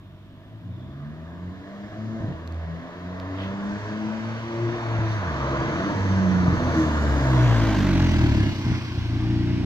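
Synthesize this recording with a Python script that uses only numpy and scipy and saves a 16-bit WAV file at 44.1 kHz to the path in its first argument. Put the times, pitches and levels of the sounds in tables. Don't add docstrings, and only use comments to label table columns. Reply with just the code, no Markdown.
import sys
import numpy as np
from scipy import signal
from scipy.fft import rfft, irfft, next_fast_len
from scipy.io import wavfile
from scipy.ndimage import uniform_filter1d, map_coordinates

SR = 44100
rng = np.random.default_rng(int(sys.argv[2]) if len(sys.argv) > 2 else 0)


def store_pcm(level_fs):
    pcm = np.round(np.clip(level_fs, -1, 1) * 32767).astype(np.int16)
    wavfile.write(sys.argv[1], SR, np.atleast_2d(pcm).T)


def voltage_ratio(level):
    return 10 ** (np.asarray(level, float) / 20)


N = 425565
T = np.arange(N) / SR
ABREAST_S = 7.8

# t/s, left channel's lead/samples
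BEARING = [(0, 10), (6.5, 14.5), (7.3, 11.5), (7.75, 1.5), (8.2, -12), (8.8, -10), (9.65, -6.5)]
# t/s, level/dB
EFFORT = [(0, -39), (0.5, -39.5), (0.76, -35), (1.8, -36), (2.09, -29), (2.6, -35), (2.9, -34.5),
          (3.15, -33), (3.75, -21), (4.3, -28), (4.64, -25), (5.5, -27.5), (6.1, -23.5), (7.4, -12.5),
          (8.44, -8.5), (8.8, -14.5), (9.3, -11), (9.65, -15.5)]
# t/s, lift/dB
ROUGH = [(0, 0.5), (1.6, 3), (2.2, 1), (3.2, 1), (3.75, -7), (4.3, -4), (5.1, 2), (5.5, 7), (6.7, 2.5),
         (7.2, -3.5), (8.3, -6.5), (9.1, -11), (9.65, -7)]


def unit(x):
    return x / np.sqrt(np.mean(np.abs(x) ** 2) + 1e-20)


def along(points, hz):
    f, v = np.transpose(points)
    return np.interp(np.log(hz + 1), np.log(f + 1), v)


def curves(rows, t=T):
    s, *cols = np.transpose(rows)
    return [np.interp(t, s, c) for c in cols]


def wobble(rate):
    coarse = T[::32]
    knots = rng.standard_normal(int(N * rate / SR) + 4)
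    return np.interp(T, coarse, map_coordinates(knots, [coarse * rate]))


def filtered(x, response):
    m = next_fast_len(N + SR // 4)
    return irfft(rfft(x, m) * response(np.fft.rfftfreq(m, 1 / SR)), m)[..., :N]


def ring(f, c, w, db):
    return voltage_ratio(db) * 1j * f * w / (c * c - f * f + 1j * f * w)


def colour(points, hz, stretch=1):
    return unit(voltage_ratio(along(points, hz / stretch)))


def patches(hz, t):
    field = rng.standard_normal((len(hz), len(t)))
    return unit(uniform_filter1d(uniform_filter1d(field, size=4, axis=0), size=12, axis=1))


def engine(t=T):
    # t/s, f/Hz
    speed = [(0, 34.48), (.42, 36.83), (.86, 48.12), (1.32, 62.74), (2.06, 81.12), (2.2, 82.1), (2.7, 82.4),
             (3.73, 102.3), (4.28, 112.4), (4.75, 116.7), (5.12, 108.6), (5.9, 100.6), (6.33, 92),
             (6.9, 76.94), (7.85, 48.17), (8.5, 32.11), (9.05, 28.18), (9.65, 30.24)]
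    # t/s, ratio to second gear
    gears = [(2.23, 1.36), (2.35, 1), (5.15, 1), (5.35, .645), (5.656, .64), (5.87, 1)]
    return curves(speed, t)[0] * curves(gears, t)[0], curves(EFFORT, t)[0]


def town(hz):
    drone = [(15, -10.5), (35, 0), (60, -3.5), (120, -42), (300, -120)]  # f/Hz, level/dB per Hz
    # f/Hz, level/dB per Hz
    traffic = [(1500, -23), (2200, -2), (3600, 2), (5000, -20.5), (7000, -28.5), (9000, -120)]
    return (voltage_ratio(-63) * colour(drone, hz)) ** 2 + (voltage_ratio(-65) * colour(traffic, hz)) ** 2


def far_engine():
    # t/s, f/Hz, level/dB
    hum = [(0.0, 107.5, -52), (0.102, 108.2, -63), (0.262, 97.4, -62), (0.58, 104.3, -61),
           (0.696, 95.4, -35.5), (0.944, 90.96, -53), (1.506, 87.44, -46.5), (1.75, 83, -67)]
    hz, db = curves(hum)
    fade = np.clip((1.75 - T) / .1, 0, 1)
    return np.sqrt(2) * fade * voltage_ratio(db + 4.3 * wobble(12.0)) * np.sin(2 * np.pi * np.cumsum(hz) / SR)


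def bird():
    # t/s, f/Hz, level/dB, length/s
    chirps = [
        (0.697, 3580, -63, 0.07),
        (.785, 3350, -59.5, 0.05),
        (0.85, 3520, -65, 0.09),
    ]
    out, hoarse = np.zeros(N), wobble(150)
    for s, hz, db, length in chirps:
        u = np.clip((T - s) / length, 0, 1)
        pitch = hz * (1.06 - 0.113 * u + 0.035 * hoarse)
        out += voltage_ratio(db - 2) * np.sin(np.pi * u) * np.sin(2 * np.pi * np.cumsum(pitch) / SR)
    return out


def body_rumble(hz, t):
    # f/Hz, level/dB per Hz
    rumble = [(12, -37), (30, -34), (60, -7.5), (110, -1.5), (200, -8), (340, -5), (400, -32.5),
              (600, -41.5), (1000, -120)]
    lumps = np.interp(t, T, wobble(8))
    strength_db = curves(EFFORT, t)[0] + curves(ROUGH, t)[0] - 12
    return voltage_ratio(strength_db + .7 * lumps + 1.5 * patches(hz, t)) * colour(rumble, hz)


def tyre_roar(hz, t, roar_db, far, past, swell, surge_db):
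    # f/Hz, level/dB per Hz
    coming = [(220, -43), (380, -3.5), (500, -12.5), (662, -1), (843, -21), (1010, -12), (1200, -11),
              (1370, -26.5), (1720, -7.5), (2110, -22.5), (2600, -28.5), (3380, -63), (5720, -120)]
    near = [(220, -39.5), (380, -14.5), (415, -8), (450, 4.5), (533, -7), (631, 3.5), (678, 0), (741, -7.5),
            (797, -8.5), (921, -1), (1040, -0.5), (1320, -5.5), (1670, -5.5), (2300, -14.5), (2600, -20.5),
            (3380, -52.5), (5720, -120)]
    leaving = [(220, -22.5), (380, -32), (529, -26.5), (771, 0), (863, 0), (1300, -9), (1570, 2),
               (1870, -4), (2090, 1), (2600, -5), (3380, -8), (5720, -120)]
    roar = far * colour(coming, hz) + (1 - far - past) * colour(near, hz) + past * colour(leaving, hz)
    return roar * voltage_ratio(roar_db + 0.44 * swell + surge_db + 1.42 * patches(hz, t))


def tread_hiss(hz, t, roar_db, far, past, swell, surge_db):
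    # f/Hz, level/dB per Hz
    near = [(1290, -29.5), (2200, -6.5), (2340, 3), (2560, 1), (2840, 2), (4130, -2.5), (4790, -6),
            (5150, -4), (5610, -4.5), (6150, -10), (6910, -17), (8150, -34.5), (9500, -38.5),
            (12400, -69.5), (20900, -120)]
    leaving = [(1290, -33.5), (2200, -2.5), (4180, -2.5), (4850, -4), (5930, -9.5), (6830, -19),
               (8720, -21.5), (9500, -46), (12400, -54), (20900, -120)]
    # t/s, frequency stretch
    bright = [(0, 1.27), (3.9, 1.104), (4.7, 1.06), (6.4, 1.08), (7.1, 1.19), (9.65, 0.96)]
    open_tread_db = 1.5 * np.exp(-((t - ABREAST_S) / 1.8) ** 2)
    hiss_db = roar_db - 14.5 + 12.5 * past + 3.5 * far + open_tread_db
    haze_db = -6 * np.sqrt(far) * (hz / 5000) ** 2
    hiss = (1 - past) * colour(near, hz, curves(bright, t)[0]) + past * colour(leaving, hz)
    hiss = hiss * voltage_ratio(hiss_db + haze_db + 0.3 * swell + surge_db + 1.4 * patches(hz, t))
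    notch_s, notch_half_s, notch_hz, notch_log_width, notch_db = 5.3, 1.3, 5150, .045, -5
    off_centre = np.log((hz + 1) / notch_hz) / notch_log_width
    return hiss * voltage_ratio(notch_db * np.exp(-((t - notch_s) / notch_half_s) ** 2 - off_centre ** 2))


def bay_air(hz, t, lift_db):
    # f/Hz, level/dB per Hz
    air = [(5000, -31), (8500, 4.5), (10100, -5), (11800, 4.5), (15100, 0.5), (15700, -7)]
    distance = np.hypot(1, (t - ABREAST_S) / 0.58)
    return voltage_ratio(-59.5 - 1.28 * 20 * np.log10(distance) + lift_db) * colour(air, hz)


def road(hz, t):
    # t/s, level/dB
    roar_level = [(0, -59.5), (1, -52), (1.93, -44), (2.6, -43.5), (3.25, -40.5), (3.5, -38), (3.8, -37),
                  (4, -39), (4.65, -35), (5.2, -33), (5.4, -32.5), (5.83, -30), (6.07, -32.5),
                  (6.69, -28.5), (7.82, -30), (8.68, -38.5), (9.65, -42)]
    # t/s, place (far -1, near 0, seen from behind 1)
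    passing = [(0, -0.21), (2.5, -0.56), (4, 0.17), (7.3, -0.093), (8.1, 0.49), (9.65, 0.72)]
    # t/s, change/dB, half length/s, f/Hz, air change/dB
    surges = [(2.05, 4, .27, 6800, 1.5), (3.424, 8, .063, 3100, 10), (5.119, 3, .049, 5510, 6),
              (6.8, 4, .059, 7000, 5), (8.724, 2, .11, 5400, -1), (5.45, 4, .2, 1100, 0),
              (6.15, 3, .3, 6000, 0), (6.6, -2, .3, 2800, 0), (7.3, 2, .25, 7500, 0),
              (7.52, 2.5, .15, 2500, 0), (7.1, -2, .15, 3200, 0), (8.55, 2, .2, 5500, 1),
              (5.5, -1, .9, 5150, 0), (3.43, 3, .05, 3000, 0), (8.57, -5, .07, 1700, 0),
              (9.2, -2, .4, 1700, 0), (1.1, 2.5, .2, 1300, 0), (8.74, 4, .04, 1500, 0), (7.5, 2, .2, 620, 0),
              (8.95, -3, .12, 650, 0)]
    roar_db, = curves(roar_level, t)
    place, = curves(passing, t)
    far, past = np.clip(-place, 0, 1), np.clip(place, 0, 1)
    surge_db, air_db = 0, 0
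    for s, db, half, c, air_lift in surges:
        bump = np.exp(-((t - s) / half) ** 2)
        surge_db = surge_db + bump * db * (0.078 + np.exp(-np.log((hz + 1) / c) ** 2 / 0.14))
        air_db = air_db + bump * air_lift
    swell = np.interp(t, T, wobble(4))
    power = body_rumble(hz, t) ** 2 + bay_air(hz, t, air_db) ** 2 + town(hz)
    power = power + tyre_roar(hz, t, roar_db, far, past, swell, surge_db) ** 2
    return np.sqrt(power + tread_hiss(hz, t, roar_db, far, past, swell, surge_db) ** 2)


def rush(gain):
    # f/Hz, coherence (0-1)
    alike = [(30, .9), (150, .97), (400, .95), (800, .88), (1500, .76), (3000, .5), (6000, .38),
             (12000, .22)]
    # f/Hz, left minus right/dB
    lean = [(60, 3.5), (180, -0.5), (550, 0.5), (1650, -1), (4970, -1.5), (15000, -2.5)]
    hz, t, z = signal.stft(rng.standard_normal((2, N + 2048)), SR, nperseg=1024)
    turn = np.arccos(np.clip(along(alike, hz), 0, 1))[:, None] / 2
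    shaded = hz * (.55 + .45 / (1 + (5000 / (hz + 1)) ** 6))
    lead = np.exp(1j * np.pi * np.outer(shaded, curves(BEARING, t)[0]) / SR)
    lead = lead * voltage_ratio(along(lean, hz) / 2)[:, None]
    mid, side = np.cos(turn) * z[0], np.sin(turn) * z[1]
    pair = np.array([(mid + side) * lead, (mid - side) / lead]) * gain(hz[:, None], t)
    return signal.istft(pair, nperseg=1024)[1][:, :N]


def throb():
    hz = engine()[0]
    depth = .3 * np.exp(-((T - 8.0) / .7) ** 2)
    late_s = .005
    puffs = np.cos(2 * np.pi * (np.cumsum(hz) / SR - hz * late_s))
    return (1 + depth * puffs) / np.sqrt(1 + depth ** 2 / 2)


def grit():
    # t/s, peak level/dB, f/Hz
    stones = [(0.8096, -62.5, 3580), (2.4758, -44, 4180), (2.5235, -47.5, 4500), (2.5444, -50.5, 3564),
              (2.4758, -50.5, 5700), (3.2, -45.5, 3700), (3.6406, -62.5, 11500), (2.4748, -68, 12000),
              (7.797, -50, 7520), (7.797, -58, 11500), (7.913, -52, 4200), (8.12, -48, 7770),
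                   (8.12, -58, 12000), (8.77, -40, 2100), (9.095, -58, 13500), (9.312, -44, 2200)]
    out, t = np.zeros((2, N + SR)), np.arange(400) / SR
    for s, db, hz in stones:
        rough = uniform_filter1d(rng.standard_normal((2, len(t))), size=round(36000 / hz)) * 3
        decay = voltage_ratio(db + 8.0 - 60 * t / 0.0047)
        out[:, round(s * SR):][:, :len(t)] += decay * (1 + 0.96 * rough) * np.sin(2 * np.pi * hz * t)

    def small_body(f):
        band = 1 / (1 + (1500 / (f + 1)) ** 4) / (1 + (f / 15000) ** 6)
        return band * (1 - .85 * np.exp(-((f - 9600) / 1000) ** 2))

    return filtered(out[:, :N], small_body)


def brake():
    start_s, end_s, hz, db = 8.28, 8.64, 2870, -53.5
    touch = np.sin(np.pi * np.clip((T - start_s) / (end_s - start_s), 0, 1)) ** .5
    return np.sqrt(2) * touch * voltage_ratio(db + 2.1 * wobble(30)) * np.sin(2 * np.pi * hz * T + .3 * wobble(40))


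def pipe(f):
    # f/Hz, width/Hz, level/dB
    modes = [(118, 30, -4), (205, 23, 0.5), (263, 23, 0), (322, 28, 0.5)]
    cut = (1 / (1 - (f / 350) ** 2 + 1j * f / 350 * 1.02)) ** 2
    held = np.clip(f - 120, 0, 260)
    smear_s_per_hz = 2.5e-5
    smear = np.exp(-1j * np.pi * smear_s_per_hz * held * (2 * f - 240 - held))
    return cut * smear * sum((-1) ** k * ring(f, *mode) for k, mode in enumerate(modes))


def shell(f):
    return (ring(f, 635, 60, -15) - ring(f, 520, 200, -27)) * ring(f, 600, 340, 0)


def fade_db(hz, t):
    # t/s, f/Hz, change/dB, half length/s
    fades = [(0.62, 114, -4.0, 0.05), (0.66, 58, -14.5, 0.2), (0.68, 177, 6, 0.074), (1.06, 148, 3.5, 0.08),
             (1.12, 77, -3, 0.13), (1.48, 91, 10.5, 0.048), (1.74, 99, -14.5, 0.22),
             (2.02, 109, -3.5, 0.08), (2.16, 111, -10.5, 0.046), (2.46, 165, -7.5, 0.14),
             (2.6, 82, 11.5, 0.14), (2.74, 166, 9.5, 0.08), (2.88, 86, -20, 0.084), (2.9, 173.1, -9, 0.091),
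             (3.12, 182, 2, 0.13), (3.64, 101, -15.5, 0.1), (3.86, 105, 10.5, 0.13),
             (3.98, 106, -22.5, 0.4), (4.28, 112, 8.5, 0.05), (4.5, 114, -9, 0.049), (4.66, 115, 8.5, 0.05),
             (4.68, 116, -9, 0.22), (4.78, 116, -9, 0.046), (5.18, 102.4, 3, 0.4), (5.3, 78, 6, 0.08),
             (5.5, 67, 8.5, 0.14), (5.56, 133.9, -6.5, 0.035), (5.7, 73, -11, 0.048),
             (5.86, 98, -17, 0.062), (6.1, 98, 6.0, 0.086), (6.32, 187, 7.0, 0.23), (6.8, 80, -4.5, 0.08),
             (7.02, 149, -13, 0.39), (7.12, 70, 5.5, 0.099), (7.7, 155, -9, 0.13), (7.74, 101, -7.5, 0.4),
             (8.02, 44.4, 3, 0.4), (8.1, 168, -8, 0.08), (8.38, 140, -9.5, 0.39), (8.52, 94, 3, 0.37),
             (8.78, 60, -10, 0.4), (8.84, 30, -11.5, 0.08), (8.98, 57, 8, 0.05), (8.98, 115, -3, 0.089),
             (9.26, 87, -7, 0.055), (9.58, 60, -2, 0.4),
             (0.525, 214, -7, 0.069), (0.843, 259, 8.5, 0.038), (1.0, 214, -7.0, 0.044),
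                (1.08, 225, 7, 0.05), (1.1, 303, -11, 0.1), (1.618, 191, -7, 0.056), (1.64, 288, 8, 0.1),
                (1.78, 202, 4, 0.13), (1.92, 211, -13, 0.043), (2.243, 328, 15.5, 0.077),
                (2.66, 247, -18, 0.055), (2.68, 330, -12.0, 0.08), (2.84, 256, 10, 0.04),
                (3.08, 360, 8, 0.043), (3.32, 190, -15, 0.073), (3.34, 286, 10, 0.073),
                (3.48, 392, 8.0, 0.08), (3.54, 298, -6.5, 0.097), (3.72, 411, -8, 0.08),
                (3.782, 208, -2, 0.1), (3.823, 313, -20.0, 0.077), (3.84, 209, -25, 0.05),
                (3.898, 423, 9.5, 0.4), (4.0, 322, 3.5, 0.087), (4.16, 439, -13.0, 0.08),
                (4.384, 338, -13, 0.035), (4.456, 227, -6.0, 0.13), (4.642, 346, 14, 0.24),
                (4.72, 464, 6, 0.47), (4.4, 346, -4.5, 0.039), (5.04, 220, -15.5, 0.37),
                (5.06, 329, 11, 0.072), (5.16, 319, -6.5, 0.13), (5.202, 294, -12.5, 0.08),
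                (5.3, 313, 6.0, 0.33), (5.46, 203, -19, 0.067), (5.68, 210, 8, 0.058),
                (5.8, 359, 16.0, 0.22), (5.86, 298, 7, 0.14), (5.943, 200, -8.5, 0.043),
                (6.26, 281, -6.0, 0.19), (6.8, 318, 15.5, 0.077), (7.338, 191, -17.5, 0.49),
                (7.336, 191, 15, 0.05), (7.44, 242, -9, 0.062), (7.84, 194, 9.5, 0.15)]
    log_width = .16
    return sum(db * np.exp(-((t - s) / half) ** 2 - (np.log(hz / c) / log_width) ** 2)
               for s, c, db, half in fades)


def low_orders(turns, far):
    # f/Hz, level/dB
    outlet = [(30, -32), (55, -18), (80, -10), (115, 0.0), (155, -4), (200, -3), (325, -4.5), (420, -17)]
    order_level = [1, -3, -11, -14.5]
    t = T[::64]
    tones = engine(t)[0] * np.arange(1, 5)[:, None]
    tone_db = along(outlet, tones) + np.c_[order_level] + fade_db(tones, t)
    effort_db = engine()[1]
    thud_hz, thud_width_hz, late_s = 115, 60, .002
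    out = np.zeros(N)
    for k, (f, db) in enumerate(zip(tones, tone_db)):
        lag = -np.arctan2(f * thud_width_hz, thud_hz ** 2 - f ** 2) - 2 * np.pi * f * late_s
        shake_db = (.7 + .5 * k) * far * wobble(15) + 0.59 * wobble(12)
        phase = 2 * np.pi * (k + 1) * turns + np.interp(T, t, lag) + 0.09 * (k + 1) * wobble(30)
        out += np.sqrt(2) * voltage_ratio(effort_db + np.interp(T, t, db) + shake_db) * np.cos(phase)
    return out


def firing_pulses(turns, far):
    cylinders = [0.32, 0.51, -0.5, 0.2]
    # t/s, share (0-1)
    unevenness = [(0, .28), (1, .15), (5.1, .1), (5.5, .2), (6.7, .1), (7, .05), (7.6, .05), (8.2, .09),
                  (8.9, .09), (9.65, .05)]
    # t/s, level/dB
    upper_level = [(0, -25.5), (1, -17.5), (2, -10.5), (3, -10.5), (3.75, -20.5), (4.6, -8.5), (5.3, -11.5),
                   (5.6, -3), (6.2, -27), (7.2, -18.5), (7.9, -19), (8.4, -24), (9.0, -33.5), (9.35, -24),
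                   (9.65, -19.5)]
    hz, effort_db = engine()
    at = np.flatnonzero(np.diff(np.floor(turns)))
    share = np.clip(curves(unevenness)[0][at], 0, 1)
    spread = share * (np.resize(cylinders, len(at)) + .5 * rng.standard_normal(len(at)))
    even, odd = np.zeros((2, N))
    even[at], odd[at] = 1, 4 * spread
    even -= hz / SR * (1 + sum(2 * np.cos(2 * np.pi * k * turns) for k in range(1, 5)))
    even *= voltage_ratio(effort_db + curves(upper_level)[0] + 1.7 * far * wobble(6.8))
    odd *= voltage_ratio(effort_db + curves(ROUGH)[0] - 22 + 2.1 * wobble(5.4))
    return SR / hz / np.sqrt(2) * (even + odd)


def exhaust():
    # from/s, to/s, change/dB
    cuts = [(2.2, 2.343, -7.5), (5.664, 5.85, -2), (6.504, 6.746, -4), (8.495, 8.654, -7.5),
            (8.776, 8.974, -5.5)]
    # t/s, delay/ms
    wall_path = [(0, 11.5), (2, 9.7), (4, 17.5), (6, 24.6), (7.5, 25), (8.5, 21.1), (9.65, 16.95)]
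    turns = np.cumsum(engine()[0]) / SR
    far = np.clip((ABREAST_S - T) / 4.1, .15, 1)
    pulses = firing_pulses(turns, far)
    shell_db = 9 * far - 10 * np.clip(2 * (T - 8.3), 0, 1)
    rung = filtered(pulses, pipe) + voltage_ratio(shell_db) * filtered(pulses, shell)
    echo_share = .5 * far + .8 * np.clip(4 * (T - 9.1), 0, 1)
    rung += echo_share * np.interp(T - curves(wall_path)[0] / 1000, T, rung)
    cut_db = sum(db * uniform_filter1d(1. * ((T > a) & (T < b)), size=900) for a, b, db in cuts)
    return voltage_ratio(cut_db) * (low_orders(turns, far) - rung)


def pops():
    # t/s, peak level/dB
    burns = [(2.206, -19), (2.224, -29), (2.235, -21.5), (2.244, -20), (2.254, -27), (2.264, -25),
             (2.273, -25), (2.281, -22), (2.287, -20), (2.303, -25), (2.31, -25), (2.316, -23.5),
             (2.346, -25), (4.991, -16.5), (5.687, -39), (5.782, -28), (6.481, -11.5), (6.528, -10),
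             (6.575, -13.5), (6.603, -21), (6.624, -13), (6.639, -23), (6.671, -14), (6.714, -18),
             (8.599, -28), (8.666, -11), (8.676, -15.5), (8.701, -11), (8.718, -14), (8.976, -18)]
    thud, knock = np.zeros((2, N))
    for s, db in burns:
        at = round(s * SR)
        knock_db = -35 + 0.25 * (db + 22.5) + rng.normal(0, 0.84)
        thud[at], knock[at] = voltage_ratio(db + 39.5), voltage_ratio(knock_db + 39.5)

    def deep(f):
        return ring(f, 125, 110, 3) / (1 + 1j * f / 300) ** 2 + voltage_ratio(-8) * pipe(f)

    def shell_knock(f):
        return ring(f, 500, 260, 0) / (1 + (f / 1100) ** 4)

    return filtered(thud, deep) + filtered(knock, shell_knock)


def street(x):
    # f/Hz, t60/s
    decay = [(100, 0.16), (1000, 0.7), (8000, 0.077)]
    hz, t, z = signal.stft(rng.standard_normal((2, SR // 2)), SR, nperseg=512)
    tail = signal.istft(z * voltage_ratio(-60 * t / along(decay, hz)[:, None]), SR, nperseg=512)[1]
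    delayed = np.pad(x, (600, 0))[None]
    return signal.fftconvolve(delayed, tail / np.linalg.norm(tail[0]), axes=1)[:, :N]


def scene():
    car = exhaust() + pops()
    lead = .23 * curves(BEARING)[0]
    ports = np.array([np.interp(np.arange(N) + side * lead, np.arange(N), car) for side in (1, -1)])
    song = bird()
    walls = street(voltage_ratio(-15.5) * car + voltage_ratio(-1) * song)
    return far_engine() + song + throb() * rush(road) + grit() + brake() + walls + ports


def roll_off(x):
    return signal.sosfilt(signal.butter(12, 15810, fs=SR, output="sos"), x)


def record(dry):
    # f/Hz, level/dB per Hz
    self_noise = [(2940, -31.5), (5000, -7), (7610, -14), (9440, -15), (14900, -9), (15700, -14)]
    hiss = unit(filtered(rng.standard_normal(dry.shape), lambda f: voltage_ratio(along(self_noise, f))))
    top_hz, fade_s = 15800, .004
    heard = filtered(dry + voltage_ratio(-76) * hiss, lambda f: f < top_hz)
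    return roll_off(heard * np.clip((T[-1] - T) / fade_s, 0, 1))


dry = scene()
out = record(dry)
store_pcm(out)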